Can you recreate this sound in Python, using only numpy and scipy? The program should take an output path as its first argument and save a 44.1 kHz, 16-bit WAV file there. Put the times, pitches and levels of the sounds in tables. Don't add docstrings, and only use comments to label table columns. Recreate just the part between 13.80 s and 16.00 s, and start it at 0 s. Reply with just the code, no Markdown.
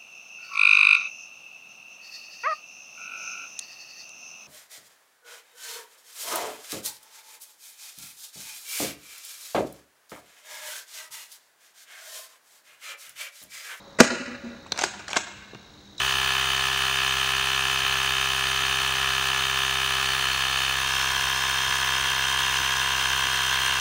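import sys
import numpy as np
from scipy import signal
from scipy.io import wavfile

SR = 44100
rng = np.random.default_rng(int(sys.argv[2]) if len(sys.argv) > 2 else 0)


def undo_db(level):
    steps = np.asarray(level, float) / 20
    return 10 ** steps


def output_pcm(signal):
    pcm = np.clip(np.atleast_2d(signal).T, -1, 1) * 32767
    wavfile.write(sys.argv[1], SR, np.round(pcm).astype(np.int16))


N = 97020

# frequency in Hz, level in dB.
HUSH_SPECTRUM = [(15, -40), (30, -19), (70, 2.5), (204, -5.5), (370, -7.5), (2430, -20), (3850, -30),
                 (4520, -23.5), (15600, -49.5)]
# frequency in Hz, level in dB.
HUM_TONES = [(200, -60), (300, -65.5)]
# frequency in Hz, width in Hz, level in dB, throb depth in dB.
INSECT_CHOIRS = [(4050, 1030, -60, 2), (3840, 250, -61.5, 6), (6400, 1400, -67, 3), (5440, 900, -67.5, 1.5)]
# frequency in Hz, level in dB per Hz.
EARLIER_SPECTRUM = [(200, 5), (500, 0), (900, 4), (1500, 0.5), (3000, -25), (8000, -37)]

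# start in seconds, thump in dB, body in dB, metal in dB, dying time in seconds.
SHOT_CONTACTS = [
    (.1865, -12, -23.5, -24.5, 0.017),
    (.195, -11, -24, -17.5, 0.021),
    (.2027, -21, -14.5, -2.5, 0.0029),
    (.2057, 6, -1.5, 0.5, 0.0011),
    (.2095, -18, -6.5, -9, 0.0031),
    (.216, -11, -31, -20, 0.0093),
    (.229, -23, -20, -22.5, 0.018),
]
# frequency in Hz, width in Hz, level in dB.
THUMP_MODES = [(235, 30, -3), (375, 23, -16.5), (467, 120, -2.5), (660, 62, -5.5)]
# frequency in Hz, width in Hz, level in dB.
SHELL_MODES = [(860, 140, -1.5), (1177, 67, -1), (1447, 61, 0), (1625, 84, 0.5), (1940, 150, 0.5),
               (2446, 230, 1.5)]
# frequency in Hz, width in Hz, level in dB.
METAL_MODES = [(3080, 510, -4.5), (3750, 420, -2), (4190, 700, -1.5), (4970, 480, -4), (5445, 194, -2.5),
               (5700, 510, -2), (6260, 580, -1), (7080, 820, -2.5), (7670, 405, -4), (8370, 840, -8),
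               (9380, 2700, -18), (12700, 2600, -48)]
# start in seconds, direction, frequency in Hz, width in Hz, level in dB.
BLAST_BLOWS = [
    (.2032, 1, 238, 45, 0),
    (.2043, 1, 540, 260, 1),
    (.2112, -1, 490, 190, 3),
    (.2028, 1, 1435, 70, -5),
    (.2028, 1, 1625, 60, -6),
    (.2046, 1, 650, 90, -9),
    (.2081, -1, 1435, 110, -9),
    (.2081, -1, 1625, 110, -10),
    (.2040, 1, 350, 90, -10),
]

# delay in seconds, level in dB, smear in seconds, dull above in Hz.
FACING_ECHOES = [
    (.098, -21, .004, 6000),
    (.100, -19, .035, 4500),
]
# delay in seconds, level in dB, smear in seconds, dull above in Hz.
WALL_ECHOES = [
    (0.148, -30.5, .015, 4030),
    (0.207, -37.5, .006, 3000),
    (.27, -34.5, .04, 400),
    (0.289, -37, 0.09, 3000),
    (0.435, -36.5, 0.12, 296),
    (.437, -33.5, 0.13, 3000),
]
# frequency in Hz, level in dB, 60 dB decay in seconds.
YARD_TAIL = [(101, -28, 0.19), (249, -20, 0.64), (550, -29.5, 0.89), (1030, -23.5, 0.98),
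             (1640, -21.5, 1.55), (3000, -18, 1.05), (5900, -25.5, 0.86), (7940, -12, 0.55),
             (11900, -28, 0.56)]
# start in seconds, frequency in Hz, width in Hz, level in dB.
BOOM_RETURNS = [
    (.235, 244, 4.0, -23),
    (.40, 256, 9, -33),
    (.475, 240, 7, -33),
    (.51, 250, 12, -35),
    (.635, 237, 6, -33),
    (.665, 237, 9, -34),
]

# start in seconds, frequency in Hz, width in Hz, level in dB.
TAP_BLOWS = [(0.8634, 1060, 200, -31.5), (.921, 820, 196, -24), (0.9207, 4150, 260, -12.5),
             (.9212, 5840, 348, -15.5), (0.9215, 3710, 250, -15.5), (0.942, 7000, 900, -46),
             (0.9896, 6800, 500, -19), (0.9966, 5740, 300, -26), (1.0382, 6500, 300, -18),
             (1.0445, 6800, 400, -21), (1.282, 7000, 400, -29), (1.305, 7200, 298, -30),
             (1.307, 2280, 200, -30), (1.3314, 2450, 300, -19), (1.3315, 3450, 400, -16),
             (0.9768, 4560, 300, -22), (0.9896, 810, 200, -20), (1.0133, 6250, 120, -19),
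             (1.0185, 763, 152, -16), (1.037, 365, 60, -35), (1.0375, 780, 103, -24),
             (1.0392, 1620, 204, -10.5), (1.048, 4850, 300, -18), (1.2806, 1720, 199, -24),
             (1.2905, 715, 152, -29), (1.3315, 870, 300, -26), (1.3305, 1500, 300, -27),
             (1.363, 1190, 121, -16.5), (1.3645, 1570, 202, -10), (1.366, 260, 79, -21.5),
             (1.367, 755, 120, -19), (1.375, 6400, 200, -22), (1.7339, 400, 120, -30),
             (1.7482, 2780, 250, -37), (1.7475, 3770, 500, -34.5), (1.748, 131, 60, -28),
             (1.7495, 670, 122, -36.5)]
# start in seconds, thump, body and metal in dB, dying time in seconds.
PUMP_CONTACTS = [(.864, -38, -41.5, -48, 0.0082), (.941, -58, -32.5, -61, 0.0077),
                 (.958, -48, -33, -48, 0.011), (.9755, -53, -24, -23, 0.002),
                 (.982, -54, -25.5, -34, 0.0096), (.989, -43, -20.5, -17, 0.0042),
                 (.995, -52, -33.5, -31.5, 0.017), (1.009, -59, -25, -24.5, 0.011),
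                 (1.018, -34, -23, -24.5, 0.0094), (1.035, -21, -14.5, -17, 0.0031),
                 (1.0378, -16, -18, -15, 0.0045), (1.0435, -33, -31.5, -29, 0.029)]
# start in seconds, thump, body and metal in dB, dying time in seconds.
PUSH_CONTACTS = [(1.192, -39.5, -34, -40, 0.014), (1.247, -61, -46, -64, 0.0036),
                 (1.2799, -53, -39.5, -31, 0.011), (1.29, -61, -30.5, -36, 0.0068),
                 (1.302, -43, -31.5, -30, 0.021), (1.3314, -41, -15.5, -20, 0.0014),
                 (1.338, -42, -30.5, -35.5, 0.021), (1.3575, -45, -26.5, -23.5, 0.0085),
                 (1.365, -17, -12, -17, 0.0021), (1.3680, -44, -14, -12, 0.0055),
                 (1.374, -32.5, -31.5, -32, 0.034), (1.732, -42, -45, -62, 0.009),
                 (1.749, -39, -36, -73, 0.004)]
# frequency in Hz, width in Hz, level in dB.
KNOCK_MODES = [(155, 89, -6), (228, 86, -5.5), (394, 110, -0.5)]
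# frequency in Hz, width in Hz, level in dB.
BODY_MODES = [(583, 89, -3), (705, 215, 1.5), (900, 175, 1.5), (1097, 205, -0.5), (1500, 266, 2),
              (1840, 390, 0), (2250, 470, 0), (2780, 180, -3)]
# start in seconds, thump, body and metal in dB, dying time in seconds.
CATCH_CONTACTS = [
    (.918, -23, -37, -37, 0.0025),
    (.9211, -19, -20.5, -17, 0.0014),
    (.925, -35, -30, -26, 0.0018),
    (1.7472, -63, -37, -37.5, 0.0011),
]
# frequency in Hz, width in Hz, level in dB.
LATCH_MODES = [(2670, 300, -20), (3270, 230, -5), (3710, 220, -0.5), (4150, 240, 5), (5090, 300, -7),
               (5840, 350, -6), (7450, 900, -8)]
# start in seconds, thump, body and metal in dB, dying time in seconds.
TRIGGER_CONTACTS = [
    (2.1797, -63, -60, -31, 0.0054),
    (2.186, -63, -54, -44, 0.0079),
    (2.192, -50, -47.5, -35.5, 0.012),
    (2.198, -57, -45, -28, 0.005),
]
# frequency in Hz, width in Hz, level in dB.
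TRIGGER_MODES = [(3000, 240, -25), (3670, 280, 6.5), (3980, 180, 5), (5300, 350, -4.5), (6300, 500, -7),
                 (7200, 410, -7.5), (8440, 710, -15), (10900, 2800, -24)]

HUSH_DB, WHINE_HZ, WHINE_DB, THROBS_PER_S = -54, 15720, -75, 50
EARLIER_DB, EARLIER_T60_S = -51.5, 12.2
SPRING_HZ, SPRING_BEFORE_DB, SPRING_DB = 560, -54.5, -42.5
SPRING_T60_S, SPRING_GRIPPED_S = 3.24, 1
CHATTER_PER_S, CHATTER_SPREAD_DB, MODE_SPREAD_DB = 7000, 4.0, 2.0
FIRST_TOUCH, RISE_SHARE = 2.0, 0.3
BLAST_DB = 0
YARD_LUMPS_DB, YARD_RISE_S = 2.0, 0.0059
FACING_LOW_HZ, WALL_LOW_HZ = 480, 20
LATCH_CUT_HZ, GUN_LOW_CUT_HZ = 16000, 150
CATCH_TO_YARD = 0.4
MIC_HISS_DB, CLIP_TOP, CLIP_HARD = -74, 0.97, 6


def rms_one(x):
    return x / np.sqrt(np.mean(x ** 2) + 1e-20)


def drift(rate_hz):
    r = np.exp(-2 * np.pi * rate_hz / SR)
    slow = signal.lfilter([1], [1, -2 * r, r * r], rng.standard_normal(N + SR))
    return rms_one(slow[SR:])


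def resonate(x, hz, width_hz):
    r = np.exp(-np.pi * width_hz / SR)
    w = 2 * np.pi * hz / SR
    return signal.lfilter([0, np.sin(w)], [1, -2 * r * np.cos(w), r * r], x + 1e-18)


def bands():
    edges = 24 * 2 ** np.arange(0, 9.6, 0.5)
    white = rng.standard_normal((2, N))
    for k, (low, high) in enumerate(zip(edges, edges[1:])):
        band = signal.butter(2, [low, high], "band", fs=SR, output="sos")
        yield np.sqrt(low * high), signal.sosfilt(band, white[k % 2])


def at_hz(points, hz, axis=1):
    table = np.array(points)
    return np.interp(np.log(hz), np.log(table[:, 0]), table[:, axis])


def throb():
    rate_hz = THROBS_PER_S * (1 + 0.239 * drift(6.44))
    return np.sin(2 * np.pi * np.cumsum(rate_hz) / SR)


def insects():
    out = np.zeros(N)
    for hz, width_hz, db, depth_db in INSECT_CHOIRS:
        level = undo_db(db + depth_db * throb())
        song = resonate(resonate(rng.standard_normal(N), hz, width_hz), hz, width_hz)
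        out += level * rms_one(song)
    return out


def background():
    t = np.arange(N) / SR
    hush = sum(b * undo_db(at_hz(HUSH_SPECTRUM, hz) + 0.5 * drift(3)) for hz, b in bands())
    hush = rms_one(hush) * undo_db(HUSH_DB - 0.5)
    hum = sum(undo_db(db + 2.5 + 3.9 * drift(11)) * np.sin(2 * np.pi * hz * t) for hz, db in HUM_TONES)
    earlier = rms_one(sum(b * undo_db(at_hz(EARLIER_SPECTRUM, hz)) for hz, b in bands()))
    earlier = earlier * undo_db(EARLIER_DB - 60 * t / EARLIER_T60_S)
    whine = undo_db(WHINE_DB + 3 * drift(30)) * np.sin(2 * np.pi * WHINE_HZ * t)
    return hush + hum + insects() + earlier + whine


def spring():
    t = np.arange(N) / SR
    since_s = t - SHOT_CONTACTS[2][0]
    level_db = np.where(since_s < 0, SPRING_BEFORE_DB, SPRING_DB - 60 * since_s / SPRING_T60_S)
    held = np.clip((SPRING_GRIPPED_S - t) / 0.019, 0, 1)
    hz = SPRING_HZ + 5.7 * drift(3.9)
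    return held * undo_db(level_db + 3.5 * drift(31)) * np.sin(2 * np.pi * np.cumsum(hz) / SR)


def chatter_bursts(rows):
    t = np.arange(2048) / SR
    shape = (len(rows), len(t))
    spread_db = CHATTER_SPREAD_DB * np.minimum(rng.exponential(1, shape), 3)
    impacts = undo_db(spread_db) * rng.choice([-1, 1], shape)
    impacts = impacts * (rng.random(shape) < CHATTER_PER_S / SR)
    impacts[:, 0] = FIRST_TOUCH
    bursts = []
    for row, hits in zip(rows, impacts):
        dying_s = row[4]
        rise = np.minimum(0.32 + t / (RISE_SHARE * dying_s), 1)
        burst = hits * np.exp(-t / dying_s) * rise
        bursts.append(burst / np.linalg.norm(burst))
    return bursts


def contacts(rows, parts):
    out = np.zeros(N)
    bursts = chatter_bursts(rows)
    for column, part in enumerate(parts, start=1):
        for k, (hz, width_hz, db) in enumerate(part):
            force = np.zeros(N + 2048)
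            luck = rng.standard_normal(len(rows))
            for row, burst, own in zip(rows, bursts, luck):
                i = int(row[0] * SR)
                level = undo_db(row[column] + db - 0.5 + MODE_SPREAD_DB * own)
                force[i:i + len(burst)] += burst * np.sqrt(row[4] * width_hz) * level
            out += (-1) ** k * resonate(force[:N], hz, width_hz)
    return out


def blow(start_s, hz, width_hz, db):
    kick = np.zeros(N)
    kick[int(start_s * SR)] = undo_db(db)
    return resonate(kick, hz, width_hz)


def blast():
    return undo_db(BLAST_DB) * sum(direction * blow(start_s, hz, width_hz, db)
                               for start_s, direction, hz, width_hz, db in BLAST_BLOWS)


def wall_echo(delay_s, db, smear_s, low_hz, high_hz):
    t = np.arange(N) / SR
    late_s = np.maximum(t - delay_s, 0)
    puff = rng.standard_normal(N) * (t > delay_s) * np.exp(-late_s / smear_s)
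    puff = puff / np.sqrt(smear_s * SR / 2)
    b, a = signal.butter(1, [low_hz, high_hz], "band", fs=SR)
    return undo_db(db) * signal.lfilter(b, a, puff)


def yard(x):
    t = np.arange(N) / SR
    lumps = undo_db(YARD_LUMPS_DB * drift(48.0)) * (1 - np.exp(-t / YARD_RISE_S))
    reply = np.zeros(N)
    for hz, band in bands():
        level_db = at_hz(YARD_TAIL, hz) - 60 * t / at_hz(YARD_TAIL, hz, axis=2)
        reply += band * undo_db(level_db)
    reply *= lumps / 20
    for walls, low_hz in ((FACING_ECHOES, FACING_LOW_HZ), (WALL_ECHOES, WALL_LOW_HZ)):
        for delay_s, db, smear_s, high_hz in walls:
            reply += wall_echo(delay_s, db, smear_s, low_hz, high_hz)
    return signal.fftconvolve(x, reply)[:N]


def booms():
    return sum(blow(*boom) for boom in BOOM_RETURNS)


def taps():
    return sum(blow(*tap) for tap in TAP_BLOWS)


def release_catch():
    snap = contacts(CATCH_CONTACTS, [KNOCK_MODES, BODY_MODES, LATCH_MODES])
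    return signal.sosfilt(signal.butter(4, LATCH_CUT_HZ, fs=SR, output="sos"), snap)


def scene():
    low_cut = signal.butter(4, GUN_LOW_CUT_HZ, "high", fs=SR, output="sos")
    shot = blast() + contacts(SHOT_CONTACTS, [THUMP_MODES, SHELL_MODES, METAL_MODES])
    pump = contacts(PUMP_CONTACTS + PUSH_CONTACTS, [KNOCK_MODES, BODY_MODES, METAL_MODES])
    trigger = contacts(TRIGGER_CONTACTS, [KNOCK_MODES, BODY_MODES, TRIGGER_MODES])
    gun = signal.sosfilt(low_cut, shot + pump + taps() + trigger)
    catch = signal.sosfilt(low_cut, release_catch())
    returns = signal.sosfilt(low_cut, booms())
    mix = background() + spring() + gun + catch + returns + yard(gun + CATCH_TO_YARD * catch)
    return mix[None]


def low_pass(x):
    return signal.sosfilt(signal.butter(12, 15800, fs=SR, output="sos"), x)


def record(dry):
    x = dry + undo_db(MIC_HISS_DB) * rng.standard_normal(dry.shape)
    mix = x / (1 + np.abs(x / CLIP_TOP) ** CLIP_HARD) ** (1 / CLIP_HARD)
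    return low_pass(mix)


dry = scene()
out = record(dry)
output_pcm(out)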